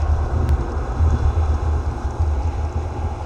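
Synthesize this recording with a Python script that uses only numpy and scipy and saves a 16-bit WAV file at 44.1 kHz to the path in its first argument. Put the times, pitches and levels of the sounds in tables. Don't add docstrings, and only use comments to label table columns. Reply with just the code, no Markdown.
import sys
import numpy as np
from scipy import signal
from scipy.io import wavfile
from scipy.ndimage import uniform_filter1d

SR = 44100
rng = np.random.default_rng(int(sys.argv[2]) if len(sys.argv) > 2 else 0)


def dump(signal):
    limited = np.clip(np.atleast_2d(signal).T, -1, 1)
    pcm = np.round(limited * 32767).astype(np.int16)
    wavfile.write(sys.argv[1], SR, pcm)


def nominal_scale(level):
    x = np.asarray(level, float) / 20
    return 10 ** x


N = 143325

# time in seconds, turns per second [Hz].
SHAFT_SPEED = [(0.0, 15.3), (0.1, 14.7), (0.41, 15.1), (0.53, 15.3), (0.89, 15.46), (1.66, 16.23),
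               (1.84, 16.3), (3.2, 16.44), (3.25, 16.6)]
# start in seconds, level in dB, time held in seconds, pitch in Hz.
MOUNT_LURCHES = [(-.02, -20, .03, 77), (.015, -16, 0.023, 77), (0.079, -12, 0.036, 77),
                 (0.159, -19, 0.061, 77), (.25, -23, 0.022, 72), (0.311, -18, 0.017, 71.6),
                 (0.357, -14.5, 0.06, 87.6), (0.42, -10, 0.012, 72.5), (0.494, -11.5, 0.044, 74.8),
                 (.6, -24.5, 0.016, 71.83), (0.743, -18, 0.043, 76), (0.881, -18.5, 0.018, 74),
                 (.99, -14, 0.075, 78.46), (1.101, -13.5, 0.029, 77.93), (1.19, -20, 0.027, 75.5),
                 (1.243, -14.5, 0.033, 72.2), (1.359, -12.5, 0.025, 76.2), (1.419, -17, 0.11, 77),
                 (1.51, -14.5, .03, 77), (1.616, -21, .04, 78.52), (1.67, -23.5, .09, 77),
                 (1.854, -17.5, 0.035, 73.98), (1.95, -24, .05, 72.7), (2.038, -16, 0.023, 72.74),
                 (2.19, -12, 0.033, 77.5), (2.259, -16.5, 0.056, 77.7), (2.365, -15.5, .02, 69.8),
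                 (2.441, -14.5, 0.032, 76.23), (2.568, -18, 0.066, 77), (2.75, -19, 0.057, 79.1),
                 (2.84, -20.5, 0.067, 77.97), (2.98, -19, 0.086, 78.17), (3.1, -22, 0.03, 78.4),
                 (3.16, -28, 0.043, 77)]
# time in seconds, level in dB.
GEAR_LOAD = [
    (0, -1),
    (1, 1.5),
    (1.7, -0.5),
    (2.2, -4),
    (2.5, -6.5),
    (3.25, -6.5),
]
# time in seconds, narrow ring in dB, tooth mesh in dB.
GEAR_WHINE = [(0, -8, 2), (.3, -8, -0.5), (.7, -4.5, -1), (1, -2, 1), (1.15, 6, 0), (1.4, 4, 2),
              (1.7, 0, 1), (1.8, -8, -0.5), (2.3, -10, 1), (2.6, -5, 1.5), (2.9, -7, 1.5), (3.25, -5, 1)]
GLITCH_S = .49143


def curve(rows, col):
    return np.interp(np.arange(N) / SR, [r[0] for r in rows], [r[col] for r in rows])


def level(x, db):
    return x * nominal_scale(db) / np.sqrt(np.mean(x ** 2))


def band(x, hz, width):
    edges = [hz - width / 2, hz + width / 2]
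    return signal.sosfilt(signal.butter(2, edges, "bandpass", fs=SR, output="sos"), x)


def noise():
    return rng.standard_normal(N)


def walk(rate):
    k = int(SR / 100 / rate) + 1
    slow = uniform_filter1d(uniform_filter1d(rng.standard_normal(N // 100 + 2), k), k)
    return np.interp(np.arange(N) / 100, np.arange(len(slow)), (slow - slow.mean()) / slow.std())


def cracks():
    # time in seconds, peak level in dB, colour in Hz.
    snaps = [(0.0174, -32.5, 5560), (0.1166, -44, 5770), (0.4903, -24, 5020), (0.608, -36, 4800),
             (0.6943, -41, 6300), (0.7183, -35, 5770), (0.7652, -43, 5150), (0.7786, -42, 5820),
             (0.9208, -40, 6410), (1.1049, -33.5, 6380), (1.1862, -37, 5200), (1.2321, -40, 5150),
             (1.3448, -44, 6393), (1.4586, -38, 5370), (1.492, -41, 5550), (1.5424, -34, 5920),
             (1.6651, -49, 6410), (1.8617, -37, 5280), (1.9121, -38, 5480), (2.1061, -34, 6380),
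             (2.2179, -37, 5323), (2.2762, -40, 5370), (2.3481, -46, 6680), (2.4214, -39, 5276),
             (2.4304, -35.5, 5290), (2.4723, -39, 6600), (2.6309, -42, 6540), (2.6494, -39, 5930),
             (2.6928, -40, 5880), (2.7257, -39, 6630), (2.823, -44, 5334), (2.9043, -44, 6410),
             (3.2226, -43, 5390)]
    decay_s, gain_db = 0.0041, 3
    width_hz, edge_db = 1670, -7

    def colour(x, lo, hi):
        return signal.sosfilt(signal.butter(4, [lo, hi], "bandpass", fs=SR, output="sos"), x)

    out = np.zeros(N)
    fade = np.exp(-np.arange(1500) / (decay_s * SR))
    bursts = rng.standard_normal((len(snaps), len(fade))) * fade
    for (s, db, hz), burst in zip(snaps, bursts):
        body = colour(burst, hz - width_hz / 2, hz + width_hz / 2)
        edge = nominal_scale(edge_db) * colour(burst * fade, 4700., 8500.)
        apart = abs(s - GLITCH_S) > .01
        i = int(s * SR)
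        out[i:i + len(fade)] += (nominal_scale(db + gain_db) * apart * (body + edge))[:N - i]
    return out


def snow():
    # centre in Hz, width in Hz, level in dB.
    housing = [(2217, 710, -1), (2580, 560, -2.5), (2922, 140, -7), (3440, 110, -4.5), (3680, 920, -8),
               (3936, 110, -2.5), (4177, 120, -5), (5160, 720, -6.5), (5770, 800, -6), (6520, 410, -4),
               (7130, 1530, -12.5), (8650, 1740, -16), (11000, 3800, -26.5)]
    # time in seconds, level in dB.
    push = [(0, 2.5), (.05, 0), (.3, 1.5), (.8, -.5), (1, 1), (1.12, 3.5), (1.3, 1), (1.55, 2), (1.75, 1),
            (2, 2), (2.4, 0.5), (2.8, 0), (3.25, 0)]
    # time in seconds, level in dB.
    scrape = [(0, 6), (.1, 0), (.4, -0.5), (.9, -0.5), (1.4, 1.5), (1.8, -1.5), (2.2, -1.5), (2.5, 3),
              (2.8, 1), (3, 2.5), (3.25, 2)]
    hiss_db, crunch_db, crunch_per_s = -50.5, -64.5, 520
    scrape_top_hz = 3000

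    grains = rng.random(N) < crunch_per_s / SR
    crunch = grains * nominal_scale(1.1 * rng.exponential(size=N)) * noise()
    flicker = 0.55 * walk(29)
    hiss_sum, crunch_sum = 0, 0
    for hz, width, db in housing:
        swell_db = db + curve(scrape if hz < scrape_top_hz else push, 1)
        hiss_sum += nominal_scale(swell_db + flicker + 0.95 * walk(18)) * band(noise(), hz, width)
        crunch_sum += nominal_scale(swell_db) * band(crunch, hz, width)
    return level(hiss_sum, hiss_db) + level(crunch_sum, crunch_db) + cracks()


def turning(count):
    turns = np.cumsum(curve(SHAFT_SPEED, 1)) / SR
    angle = np.linspace(0, 1, count)
    patterns = rng.standard_normal((3, count))
    return sum(nominal_scale(1.9 * walk(2.1)) * np.interp(turns % 1, angle, p) for p in patterns)


def whine():
    # mode in Hz, width in Hz, level in dB.
    ring = [(3463, 100, -63.5), (2420, 250, -66.5), (2760, 100, -68.5), (3930, 72, -72.5)]
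    rough = turning(count=1025)
    return nominal_scale(curve(GEAR_WHINE, 1)) * sum(level(band(rough, hz, w), db) for hz, w, db in ring)


def mesh():
    teeth, mesh_db, flutter_hz = 50.5, -44, 150
    spin = 2 * np.pi * teeth * np.cumsum(curve(SHAFT_SPEED, 1)) / SR
    rough = walk(flutter_hz) * np.sin(spin) + walk(flutter_hz) * np.cos(spin)
    return nominal_scale(curve(GEAR_WHINE, 2)) * level(rough, mesh_db)


def gears():
    # mode in Hz, width in Hz, level in dB, share that follows the load (0-1).
    shell_modes = [(557, 113, -5.5, 0), (681, 82, -6.5, 0), (794, 140, -3.5, .05), (943, 117, -5, 0.7),
                   (1066, 84, -1, 0.64), (1154, 66, -11.5, 1), (1283, 114, -2.5, .9), (1422, 82, -9.5, 0.7),
                   (1518, 190, -8, 0.95)]
    teeth = (40, 42, 46, 47, 48, 49, 50, 51, 52, 53, 71, 83, 98, 133)
    teeth_db = [-51.5, -54.5, -52.5, -50, -52, -53, -53, -48.5, -49.5, -54, -56, -57.5, -60.5, -66.5]
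    repeat_db, loose_db, shell_db = -35.5, -19, -37

    turns = np.cumsum(curve(SHAFT_SPEED, 1)) / SR
    load_db, mesh_db = curve(GEAR_LOAD, 1), curve(GEAR_WHINE, 2)
    clatter = level(turning(count=513), repeat_db) + level(noise(), loose_db)
    tones = 0
    for k, db in zip(teeth, teeth_db):
        loudness = np.sqrt(2) * nominal_scale(db + mesh_db + 1.2 * walk(6))
        uneven_turns = turns + 0.0021 * walk(5.7)
        tones += loudness * np.sin(2 * np.pi * k * uneven_turns)
    shell = 0
    for k, (hz, width, db, share) in enumerate(shell_modes):
        loudness = nominal_scale(db + share * load_db + 0.63 * walk(7.6))
        shell += (-1) ** k * loudness * band(clatter, hz, width)
    return level(shell, shell_db) + tones


def lurching():
    attack_s, t60_s, gain_db = 0.0083, 0.16, -1.5
    t = np.arange(0, N + 50, 50) / SR
    swing = 0
    for start, db, held, _ in MOUNT_LURCHES:
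        rise = np.clip((t - start) / attack_s, 0, 1) ** 2
        fall = nominal_scale(-60 * np.maximum(t - start - attack_s - held, 0) / t60_s)
        swing = np.maximum(swing, nominal_scale(db + gain_db) * rise * fall)
    return np.interp(np.arange(N) / SR, t, uniform_filter1d(swing, size=4))


def frame(swing):
    # time in seconds, level in dB.
    joints = [(.12, -30), (0.229, -30.5), (0.363, -23), (0.411, -21.5), (0.502, -30), (.58, -27),
              (1.061, -26.5), (1.126, -21), (1.25, -34), (2.58, -33.5), (2.749, -31.5), (2.95, -30),
              (3.03, -31.5)]
    # mode in Hz, width in Hz, rumble in dB, knock in dB.
    modes = [(32, 24, -35.5, -25), (59.1, 32.3, -28, -12.5), (77, 9, -31, -18.5), (116.3, 19, -35, 4.5),
             (182, 112, -51, -20), (231.6, 25.6, -42.5, -4.5), (284.2, 68, -42.5, -12),
             (349, 45.4, -40, -12), (412, 32.6, -43.5, -23), (492, 87, -42, -23)]
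    load_share, swing_share, swing_top_hz = 0.36, 0.27, 296

    knocks = np.zeros(N)
    for s, db in joints:
        knocks[int(s * SR)] = nominal_scale(db) * SR / 60
    shaken = uniform_filter1d(swing, size=900) + nominal_scale(-30)
    load_db = load_share * curve(GEAR_LOAD, 1)
    out = 0
    for hz, width, rumble_db, knock_db in modes:
        follow = swing_share * max(1 - hz / swing_top_hz, 0)
        rolling = noise() * shaken ** follow * nominal_scale(load_db + 1.6 * walk(5.4))
        out += level(band(rolling, hz, width), rumble_db) + nominal_scale(knock_db) * band(knocks, hz, width)
    return out


def mount(swing):
    pitches = [(start + held / 2, hz) for start, _, held, hz in MOUNT_LURCHES]
    hz = curve(pitches, 1) * (1 + 0.022 * walk(25))
    return np.sqrt(2) * swing * nominal_scale(0.83 * walk(35)) * np.sin(2 * np.pi * np.cumsum(hz) / SR)


def scene():
    swing = lurching()
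    return (snow() + whine() + mesh() + gears() + frame(swing) + mount(swing))[None]


def camera(x):
    top_hz, edge_spread_hz = 14000, 400
    holes_from_hz, hole_db = 8000, -0.7
    hz, _, z = signal.stft(x, SR, nperseg=2048, noverlap=1024, window="cosine")
    hz = hz[:, None]
    power = uniform_filter1d(uniform_filter1d(np.abs(z) ** 2, size=9, axis=0), size=2, axis=1)
    usual = uniform_filter1d(power, size=41, axis=0)
    edge_hz = top_hz + edge_spread_hz * uniform_filter1d(rng.standard_normal(z.shape[1]), size=3)
    ease = np.clip((hz - holes_from_hz) / 1500, 0, 1)
    keep = (power > ease * usual * nominal_scale(2 * hole_db)) & (hz < edge_hz)
    return signal.istft(z * keep, SR, nperseg=2048, noverlap=1024, window="cosine")[1][:N]


def dropout():
    step_db, fade_s, top_hz = -11.5, 0.0023, 16700
    late = np.arange(N) / SR - GLITCH_S
    step = -nominal_scale(step_db) * (late >= 0) * np.exp(-np.abs(late) / fade_s)
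    return np.convolve(step, signal.firwin(129, top_hz, fs=SR), "same")


def low_pass(x):
    return signal.sosfilt(signal.butter(12, 16820, fs=SR, output="sos"), x)


def record(dry):
    mix = camera(dry[0])[None] + dropout()
    return low_pass(mix)


dry = scene()
out = record(dry)
dump(out)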